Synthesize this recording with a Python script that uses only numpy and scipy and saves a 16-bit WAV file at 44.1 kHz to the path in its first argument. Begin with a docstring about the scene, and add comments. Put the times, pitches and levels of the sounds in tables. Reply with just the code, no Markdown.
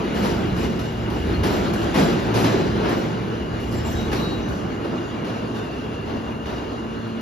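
"""Subway wheels roar on the rails and knock over joints and switch points as a train leaves a station.
Heard from the platform's end on two close microphone ports: the train rolls away into the tunnel, where
patchy noises make the roar, and noise bursts with ringing wheel modes make the knocks, smeared by echoes.
Flanges sing briefly in the curve as wavering tones, and loose gear taps under the cars. Behind them lie
the traction drive's whine, a blurred tone with sidebands, and a low electric hum with its overtones."""
import sys
import numpy as np
from scipy import signal
from scipy.fft import rfft, irfft, next_fast_len
from scipy.io import wavfile
from scipy.ndimage import uniform_filter1d

SR = 44100
rng = np.random.default_rng(int(sys.argv[2]) if len(sys.argv) > 2 else 0)


def materialize(psi):
    """Save the field psi as 16-bit PCM at rate SR to the path in sys.argv[1].

    A 1-D psi becomes a single channel; in a 2-D psi each row is a channel.
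    """
    bounded = np.clip(np.atleast_2d(psi).T, -1, 1)
    quanta = np.round(bounded * 32767).astype(np.int16)
    wavfile.write(sys.argv[1], SR, quanta)


N = 317961
TIME = np.arange(N) / SR  # seconds

# pitch of the hum: first_hz, last_hz
HUM_PITCH = (113.9, 113.0)
# the humming unit under each car goes by: nearest_s, level_db
HUM_PASSES = [(0.52, -31), (1.0, -33.5), (2.382, -25), (3.298, -30), (3.78, -30), (4.2, -33)]
# time a unit takes to roll as far as it is distant; level of the hum that fills the station
PASS_S, STATION_HUM_DB = 0.081, -40.5
# the hum's octave: time_s, level_db
HUM_OCTAVE = [(0, -33.5), (3.4, -39.5), (4.0, -31.5), (4.6, -38), (6.0, -40), (6.3, -33), (6.65, -41.5),
              (6.95, -32.5)]
# higher partials of the hum: multiple, level_db (against the octave)
HUM_OVERTONES = [(3, -9.5), (4, -12.5), (5, -16)]
# traction drive: time_s, pitch_hz, level_db (pitch and level waver around these)
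DRIVE_WHINE = [(0, 2874, -46), (2.2, 2830, -46), (3, 2877, -46.5), (5.1, 2834, -48), (5.65, 2790, -46.5),
               (7.2, 2847, -49)]
# flanges rubbing the rail: start_s, length_s, pitch_hz, level_db (before the swell)
FLANGE_SQUEALS = [(0.99, 0.04, 5028, -54), (1.335, 0.045, 4260, -42), (2.4, 0.75, 4016, -49),
                  (2.93, 0.08, 5674, -50), (3.73, 0.07, 7320, -47), (3.845, 0.08, 7320, -45),
                  (3.86, 0.25, 6200, -51), (3.7, 0.42, 5233, -53), (3.945, 0.15, 3822, -43),
                  (4.14, 0.34, 3868, -40), (4.114, 0.1, 4300, -44), (4.215, 0.11, 4320, -42),
                  (4.4, 0.28, 6050, -54), (5.53, 0.14, 3600, -50), (5.531, 0.7, 2700, -50),
                  (6.95, 0.45, 4230, -57)]

# loose gear under the cars: level against the blow, taps a second from all parts, time to the peak
CLATTER_DB, CLATTER_PER_S, CLATTER_PEAK_S = -20, 120, 0.024
# range in which its parts ring: lowest_hz, highest_hz
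CLATTER_RANGE = (710, 6095)

# wheels striking rail joints: start_s, strength_db, weight_db (extra low clunk), crack_db (direct crack)
RAIL_JOINTS = [(0.1386, -22.5, -1, -6), (0.2242, -21, -0.5, 6), (0.558, -22, -1, -3),
               (0.7889, -28, -2.5, 12), (1.0989, -29, -0.5, 11), (1.432, -17.5, -3, 12),
               (1.5, -30.5, 6.5, 9), (1.734, -22.5, -10, 14), (1.9407, -16, 1, 10.5),
               (1.9791, -19.5, -3, 0), (2.338, -18.5, 1, 8), (2.368, -15, -10.5, 1), (2.4398, -24.5, 8, 12),
               (2.753, -38.5, 13.5, 4), (2.832, -36, 18, 1), (2.889, -21, -10, 12), (3.32, -39, 5, 2),
               (3.5978, -29, -7, 8), (3.706, -24.5, -5.5, -8), (3.85, -18.5, -20, -8),
               (4.114, -23, -2.5, 16), (4.125, -27, 1.5, 20), (4.4824, -29.5, -5, 18), (4.842, -38, 10, 16),
               (5.2437, -34, 8, 17), (5.532, -31.5, -3, 1), (5.688, -47, 14, -1), (6.049, -43.5, 15.5, 4),
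               (6.454, -34.5, 10, 14)]
# colour of a blow on truck and rail: freq_hz, level_db
BLOW_COLOUR = [(35, -27), (100, 11.5), (330, 16), (520, 10.5), (1000, 5.5), (2600, -3.5), (4200, -8),
               (6000, -10.5), (8000, -25.5), (10000, -16.5), (12800, -22), (14500, -30)]
# ringing of a struck wheel: mode_hz, level_db (relative)
WHEEL_MODES = [(4016, 1.5), (5339, -13), (5717, -3), (7208, -1.5), (7330, -1), (8947, -25), (11526, -13),
               (12139, -5), (14363, -34)]
# how long the tunnel holds a blow: freq_hz, decay_s (to -60 dB)
TUNNEL_DECAY = [(500, 1.25), (2000, 0.81), (5000, 1.13), (12000, 0.46)]
# time over which a blow swells when it comes from deepest in the tunnel
SMEAR_S = 0.014

# how deep the train is in the tunnel: time_s, depth (0-1)
TUNNEL_DEPTH = [(3.4, 0.06), (5.6, 1)]
# the rolling under the blows: time_s, roar_db, hiss_db (before the trims below)
ROLLING_LEVEL = [(0.0, -24.5, -33), (0.38, -24.5, -33.5), (0.94, -30, -37), (1.44, -24, -34.5),
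                 (1.59, -24, -30.5), (2.71, -23.5, -33), (3.45, -28, -38), (4.12, -27, -34),
                 (4.36, -26.5, -38), (7.21, -32.5, -39)]
ROAR_TRIM_DB, HISS_TRIM_DB = -0.03, 2.5
# each blow sets the car body booming: level against the blow, time to the peak
BOOM_DB, BOOM_PEAK_S = -7, 0.088
# car-body rumble: time_s, level_db
RUMBLE_LEVEL = [(0, -35), (0.25, -31), (0.6, -28), (0.9, -33.5), (1.4, -26), (2.1, -34), (2.9, -34),
                (3.15, -45), (3.9, -26), (4.3, -30.5), (5.1, -43), (6.35, -36), (7.2, -48)]
# colour of the car-body rumble: freq_hz, level_db (relative, per Hz)
RUMBLE_COLOUR = [(24, -31), (33, -13), (46, 4.5), (70, 11.5), (100, 3.5), (150, 3), (300, -48)]
# colour of the roar close by: freq_hz, level_db (relative, per Hz)
NEAR_ROAR_COLOUR = [(60, -15.5), (120, -12), (185, 4), (255, -4), (340, 0.5), (440, -4.5), (500, -9.5),
                    (700, -14), (1000, -20), (1600, -23.5), (3000, -31.5), (8000, -73)]
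# colour of the roar from deep in the tunnel: freq_hz, level_db (relative, per Hz)
FAR_ROAR_COLOUR = [(70, -48), (105, -4), (160, -5), (210, -1), (300, -0.5), (380, -4.5), (450, -2.5),
                   (520, -13.5), (600, -9), (800, -15), (1200, -16), (1700, -23), (4000, -80.5)]
# colour of the rail hiss: freq_hz, level_db (relative, per Hz)
HISS_COLOUR = [(250, 4.5), (700, 4.5), (1000, 2), (1550, 1.5), (1800, -5), (2450, -6.5), (4200, -11.5),
               (5500, -19), (7000, -18.5), (8400, -43), (10300, -26.5), (12500, -33), (14500, -70)]

# the two microphone ports: freq_hz, likeness (0-1), left_lead_rad, left_minus_right_db
MIC_PORTS = [(100, .97, 0, -1), (350, .74, .3, -1), (600, .3, 1.2, 1.2), (950, .38, 1.6, 2.6),
             (1500, .1, 3.6, -2.5), (1800, .76, 6.6, 2.8), (3000, .62, 7.1, 2.8), (4600, .56, 6.7, 5.6),
             (6900, .55, 4.8, 1.4), (8300, .9, 3.1, 0), (9700, .65, 1.5, 0), (11000, .92, 0, 0)]
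BAND_LIMIT_HZ = 14600


def gain_of(db):
    """Decibels to amplitude."""
    return 10 ** (np.asarray(db) / 20)


def evened(x):
    """Scales to rms 1."""
    return x / np.sqrt(np.mean(x ** 2) + 1e-20)


def read(points, hz):
    """Reads (Hz, value) points on a log-frequency axis."""
    f, value = np.transpose(points)
    return np.interp(np.log(hz + 1), np.log(f + 1), value)


def played(rows):
    """The columns of a time table at every sample."""
    s, *columns = np.transpose(rows)
    return [np.interp(TIME, s, c) for c in columns]


def add(mix, s, sound):
    """Mixes a two-channel sound in at time s."""
    part = mix[:, max(round(s * SR), 0):][:, :sound.shape[1]]
    part += sound[:, :part.shape[1]]


def wander(per_s, size):
    """Smooth random drift of rms 1, mostly slower than per_s cycles a second."""
    hz = np.fft.rfftfreq(next_fast_len(size + SR, True), 1 / SR)
    spectrum = np.exp(2j * np.pi * rng.random(len(hz))) / (1 + (hz / per_s) ** 4)
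    return evened(irfft(spectrum))[:size]


def steady(hz):
    """A pure tone of rms 1 on a pitch curve, as it arrives by the direct path at two places."""
    phase = 2 * np.pi * (np.cumsum(hz) / SR + rng.random())
    return np.sqrt(2) * np.array([np.cos(phase), np.sin(phase)])


def tone(hz, width, size):
    """A line blurred by the many paths through the tunnel, different at two places."""
    turn = 2 * np.pi * np.cumsum(hz * np.ones(size)) / SR
    return np.array([wander(width, size) * np.cos(turn) + wander(width, size) * np.sin(turn)
                     for _ in range(2)])


def wash(colour, patchy_db, size):
    """Two noises of one colour, with patches that come and go as the wheels meet rough rail."""
    hz = np.fft.rfftfreq(size, 1 / SR)
    real, imag, patches = rng.standard_normal((3, 2, 4 * N // size + 6, len(hz)))
    # both noises share the patches, smoothed over time and then over frequency
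    patches = uniform_filter1d(patches[0], size=10, axis=0)
    patches = evened(uniform_filter1d(patches, size=9, axis=1))
    z = (real + 1j * imag) * gain_of(read(colour, hz) + patchy_db * patches)
    noise = signal.istft(z.transpose(0, 2, 1), nperseg=size, noverlap=size * 3 // 4)[1]
    return evened(noise[:, :N])


def after_blows(peak_s):
    """Amplitude of the shaking that swells after each blow, more after a heavy one, and dies away."""
    power = np.zeros(N)
    for s, db, weight_db, _ in RAIL_JOINTS:
        age = np.maximum(TIME - s, 0) / peak_s
        power += (gain_of(db + weight_db) * age * np.exp(1 - age)) ** 2
    return np.sqrt(power)


def hum(base_width_hz=7, overtone_width_hz=3):
    """A sagging hum swells as each car passes and wavers with its echoes, under an octave and overtones."""
    passing = sum(gain_of(db) ** 2 / (1 + ((TIME - s) / PASS_S) ** 2) for s, db in HUM_PASSES)
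    base_level = np.sqrt(passing + gain_of(STATION_HUM_DB) ** 2)
    octave_level = gain_of(played(HUM_OCTAVE)[0])
    hz = np.linspace(*HUM_PITCH, N)
    base = evened(steady(hz) + .5 * tone(hz, base_width_hz, N))
    upper = steady(2 * hz)
    for multiple, db in HUM_OVERTONES:
        partial_hz = round(multiple) * hz
        partial = steady(partial_hz) + tone(partial_hz, overtone_width_hz, N)
        upper = upper + gain_of(db) * evened(partial)
    return base_level * base + octave_level * upper


def whine(width_hz=32, waver_db=1.5, waver_hz=8, sideband_hz=57, sideband_db=-1.5):
    """The traction drive whines on a fuzzy tone between two sidebands that beat against it."""
    hz, db = played(DRIVE_WHINE)
    hz = hz + waver_hz * wander(7.6, N)
    sidebands = tone(hz - sideband_hz, width_hz, N) + tone(hz + sideband_hz, width_hz, N)
    note = evened(tone(hz, width_hz, N) + gain_of(sideband_db) * sidebands)
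    return gain_of(db + waver_db * wander(28, N)) * note


def flanges(width_hz=14, scrape_width_hz=150, waver_hz=25, rough_db=-49, peak_at=0.071, linger_s=0.019):
    """A rubbing flange sings on one wheel mode: purer when loud, scraping when faint; the tunnel holds it."""
    out, t = np.zeros((2, N)), TIME[:2 * SR]
    keep = np.exp(-1 / (linger_s * SR))
    for s, length, hz, db in FLANGE_SQUEALS:
        # a quick rise to the peak (a fraction of the length), then a slow fall
        swell = np.sin(np.pi * np.interp(t / length, [0, peak_at, 1], [0, .5, 1]))
        power = signal.lfilter([1 - keep], [1, -keep], swell ** 2)
        scrape = min(gain_of(rough_db - db), 1)
        pitch = hz + scrape * waver_hz * wander(22.6, len(t))
        note = evened((1 - scrape) * 2 * steady(pitch) + tone(pitch, width_hz, len(t)))
        squeal = evened(note + scrape * tone(pitch, scrape_width_hz, len(t)))
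        add(out, s, gain_of(db) * squeal * np.sqrt(power))
    return out


def clatter(part_t60=0.026, spread_db=-2.0, count=8):
    """Chains and brake rigging, shaken by each blow, tap unevenly; each part has its own short ring."""
    out, t = np.zeros((2, N)), TIME[:SR // 10]
    lowest, highest = CLATTER_RANGE
    for _ in range(count):
        struck = rng.random(N) < CLATTER_PER_S / count / SR
        taps = struck * gain_of(spread_db * np.minimum(rng.exponential(1, N), 2))
        hz = lowest * (highest / lowest) ** rng.random(size=(12, 1))
        modes = np.sin(2 * np.pi * (hz * t + rng.random((2, len(hz), 1)))) / np.sqrt(hz)
        part_ring = modes.sum(1) * gain_of(-60 * t / part_t60)
        out += signal.oaconvolve(taps[None], part_ring, axes=1)[:, :N]
    return gain_of(CLATTER_DB) * after_blows(CLATTER_PEAK_S) * evened(out)


def clang(weight_db, crack_db, crack_s=0.007, build_s=0.012, boom_s=0.011, rattle=0.18):
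    """One wheel drops into a joint: a crack, then the tunnel's answer, with loose gear rattling."""
    hz, t, z = signal.stft(rng.standard_normal((2, SR + SR // 4)), SR, nperseg=512)
    # a heavy blow adds lows and mids
    colour_db = read(BLOW_COLOUR, hz) + weight_db / (1 + (hz / 6000) ** 2)
    # crowded steel modes ripple the treble
    colour_db = colour_db + 3.5 * hz / (hz + 6000) * rng.standard_normal(len(hz))
    dying = gain_of(-60 * t / read(TUNNEL_DECAY, hz)[:, None])
    # the bass fills the tunnel last
    boom = 1 - np.exp(-(t + 0.0052) * (1 + (hz[:, None] / 700) ** 2) / boom_s)
    sound = signal.istft(z * gain_of(colour_db)[:, None] * dying * boom, SR, nperseg=512)[1]
    t = np.arange(sound.shape[1]) / SR
    crack = gain_of(crack_db) * np.exp(-t / crack_s) * (1 - np.exp(-t / 0.003))
    echoes = 1 - np.exp(-t / build_s)
    return sound * np.hypot(crack, echoes) * np.exp(rattle * wander(22, len(t)))


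def ring(ring_db=-16, ring_t60=0.65, width_hz=14, build_s=0.088):
    """The struck wheel rings; each one is worn a little differently and is hit at another spot."""
    mode_hz, mode_db = np.transpose(WHEEL_MODES)
    detune, uneven = rng.standard_normal((2, len(WHEEL_MODES)))
    hz, t = np.fft.rfftfreq(SR, 1 / SR), TIME[:SR]
    modes = zip(mode_hz * (1 + 0.0016 * detune), mode_db + 2 * uneven)
    lines = sum(gain_of(db) / (1 + ((hz - f) / width_hz) ** 2) for f, db in modes)
    sound = evened(irfft(lines * np.exp(2j * np.pi * rng.random((2, len(hz))))))
    return sound * (1 - np.exp(-t / build_s)) * gain_of(ring_db - 60 * t / ring_t60)


def joints():
    """Axle after axle crosses the gaps in the rails, softer-edged as the tunnel takes the train."""
    out = np.zeros((2, N))
    for s, db, weight_db, crack_db in RAIL_JOINTS:
        blow = clang(weight_db, crack_db)
        depth = np.interp(s, *np.transpose(TUNNEL_DEPTH))
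        swell_s = SMEAR_S * np.sqrt(max(depth, 1 / SR))
        swell = 1 - np.exp(-TIME[:blow.shape[1]] / swell_s)
        add(out, s, gain_of(db) * blow * swell)
        add(out, s, gain_of(db) * ring())
    return out


def rolling():
    """Rough steel on steel shakes the car bodies, the wheels and the rails."""
    roar_db, hiss_db = played(ROLLING_LEVEL)
    depth = np.clip(played(TUNNEL_DEPTH)[0], 0, 1)
    rumble = gain_of(played(RUMBLE_LEVEL)[0]) * wash(RUMBLE_COLOUR, patchy_db=1.2, size=4096)
    # the tunnel mouth recolours the roar as the last car goes in
    near = wash(NEAR_ROAR_COLOUR, patchy_db=1.0, size=2048)
    far = wash(FAR_ROAR_COLOUR, patchy_db=1.0, size=2048) * gain_of(1.3 * wander(14, N))
    boom = (1 - depth) * gain_of(BOOM_DB) * after_blows(BOOM_PEAK_S)
    level = np.hypot(gain_of(roar_db + ROAR_TRIM_DB), boom)
    roar = level * (np.sqrt(1 - depth) * near + np.sqrt(depth) * far)
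    hiss_level = gain_of(hiss_db + HISS_TRIM_DB + 0.86 * wander(9.7, N))
    hiss = hiss_level * wash(HISS_COLOUR, patchy_db=2.0, size=1024)
    return rumble + roar + hiss


def ports(field):
    """Two unrelated sound fields reach two close ports: alike in the bass, shifted and shaded higher up."""
    size = next_fast_len(N + 4096, True)
    hz, table = np.fft.rfftfreq(size, 1 / SR), np.array(MIC_PORTS)
    same, lead, balance_db = (read(np.c_[table[:, 0], column], hz) for column in table.T[1:])
    same = np.clip(same, 0, 1)
    left, other = rfft(field, size)
    right = (same * left + np.sqrt(1 - same ** 2) * other) * np.exp(-1j * lead)
    both = np.array([left * gain_of(balance_db / 2), right * gain_of(-balance_db / 2)])
    return irfft(both, size)[:, :N]


def scene():
    """The whole train, from the background up, at the microphone on the platform's end."""
    return ports(hum() + whine() + flanges() + clatter() + joints() + rolling())


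def record(dry):
    """The microphone sheds the deepest bass; then the recorder's band limit."""
    thinned = signal.sosfilt(signal.butter(4, 38, "high", fs=SR, output="sos"), dry)
    band_limit = signal.firwin(511, BAND_LIMIT_HZ, window=("kaiser", 9), fs=SR)
    return signal.oaconvolve(thinned, band_limit[None], "same")


dry = scene()
out = record(dry)
materialize(out)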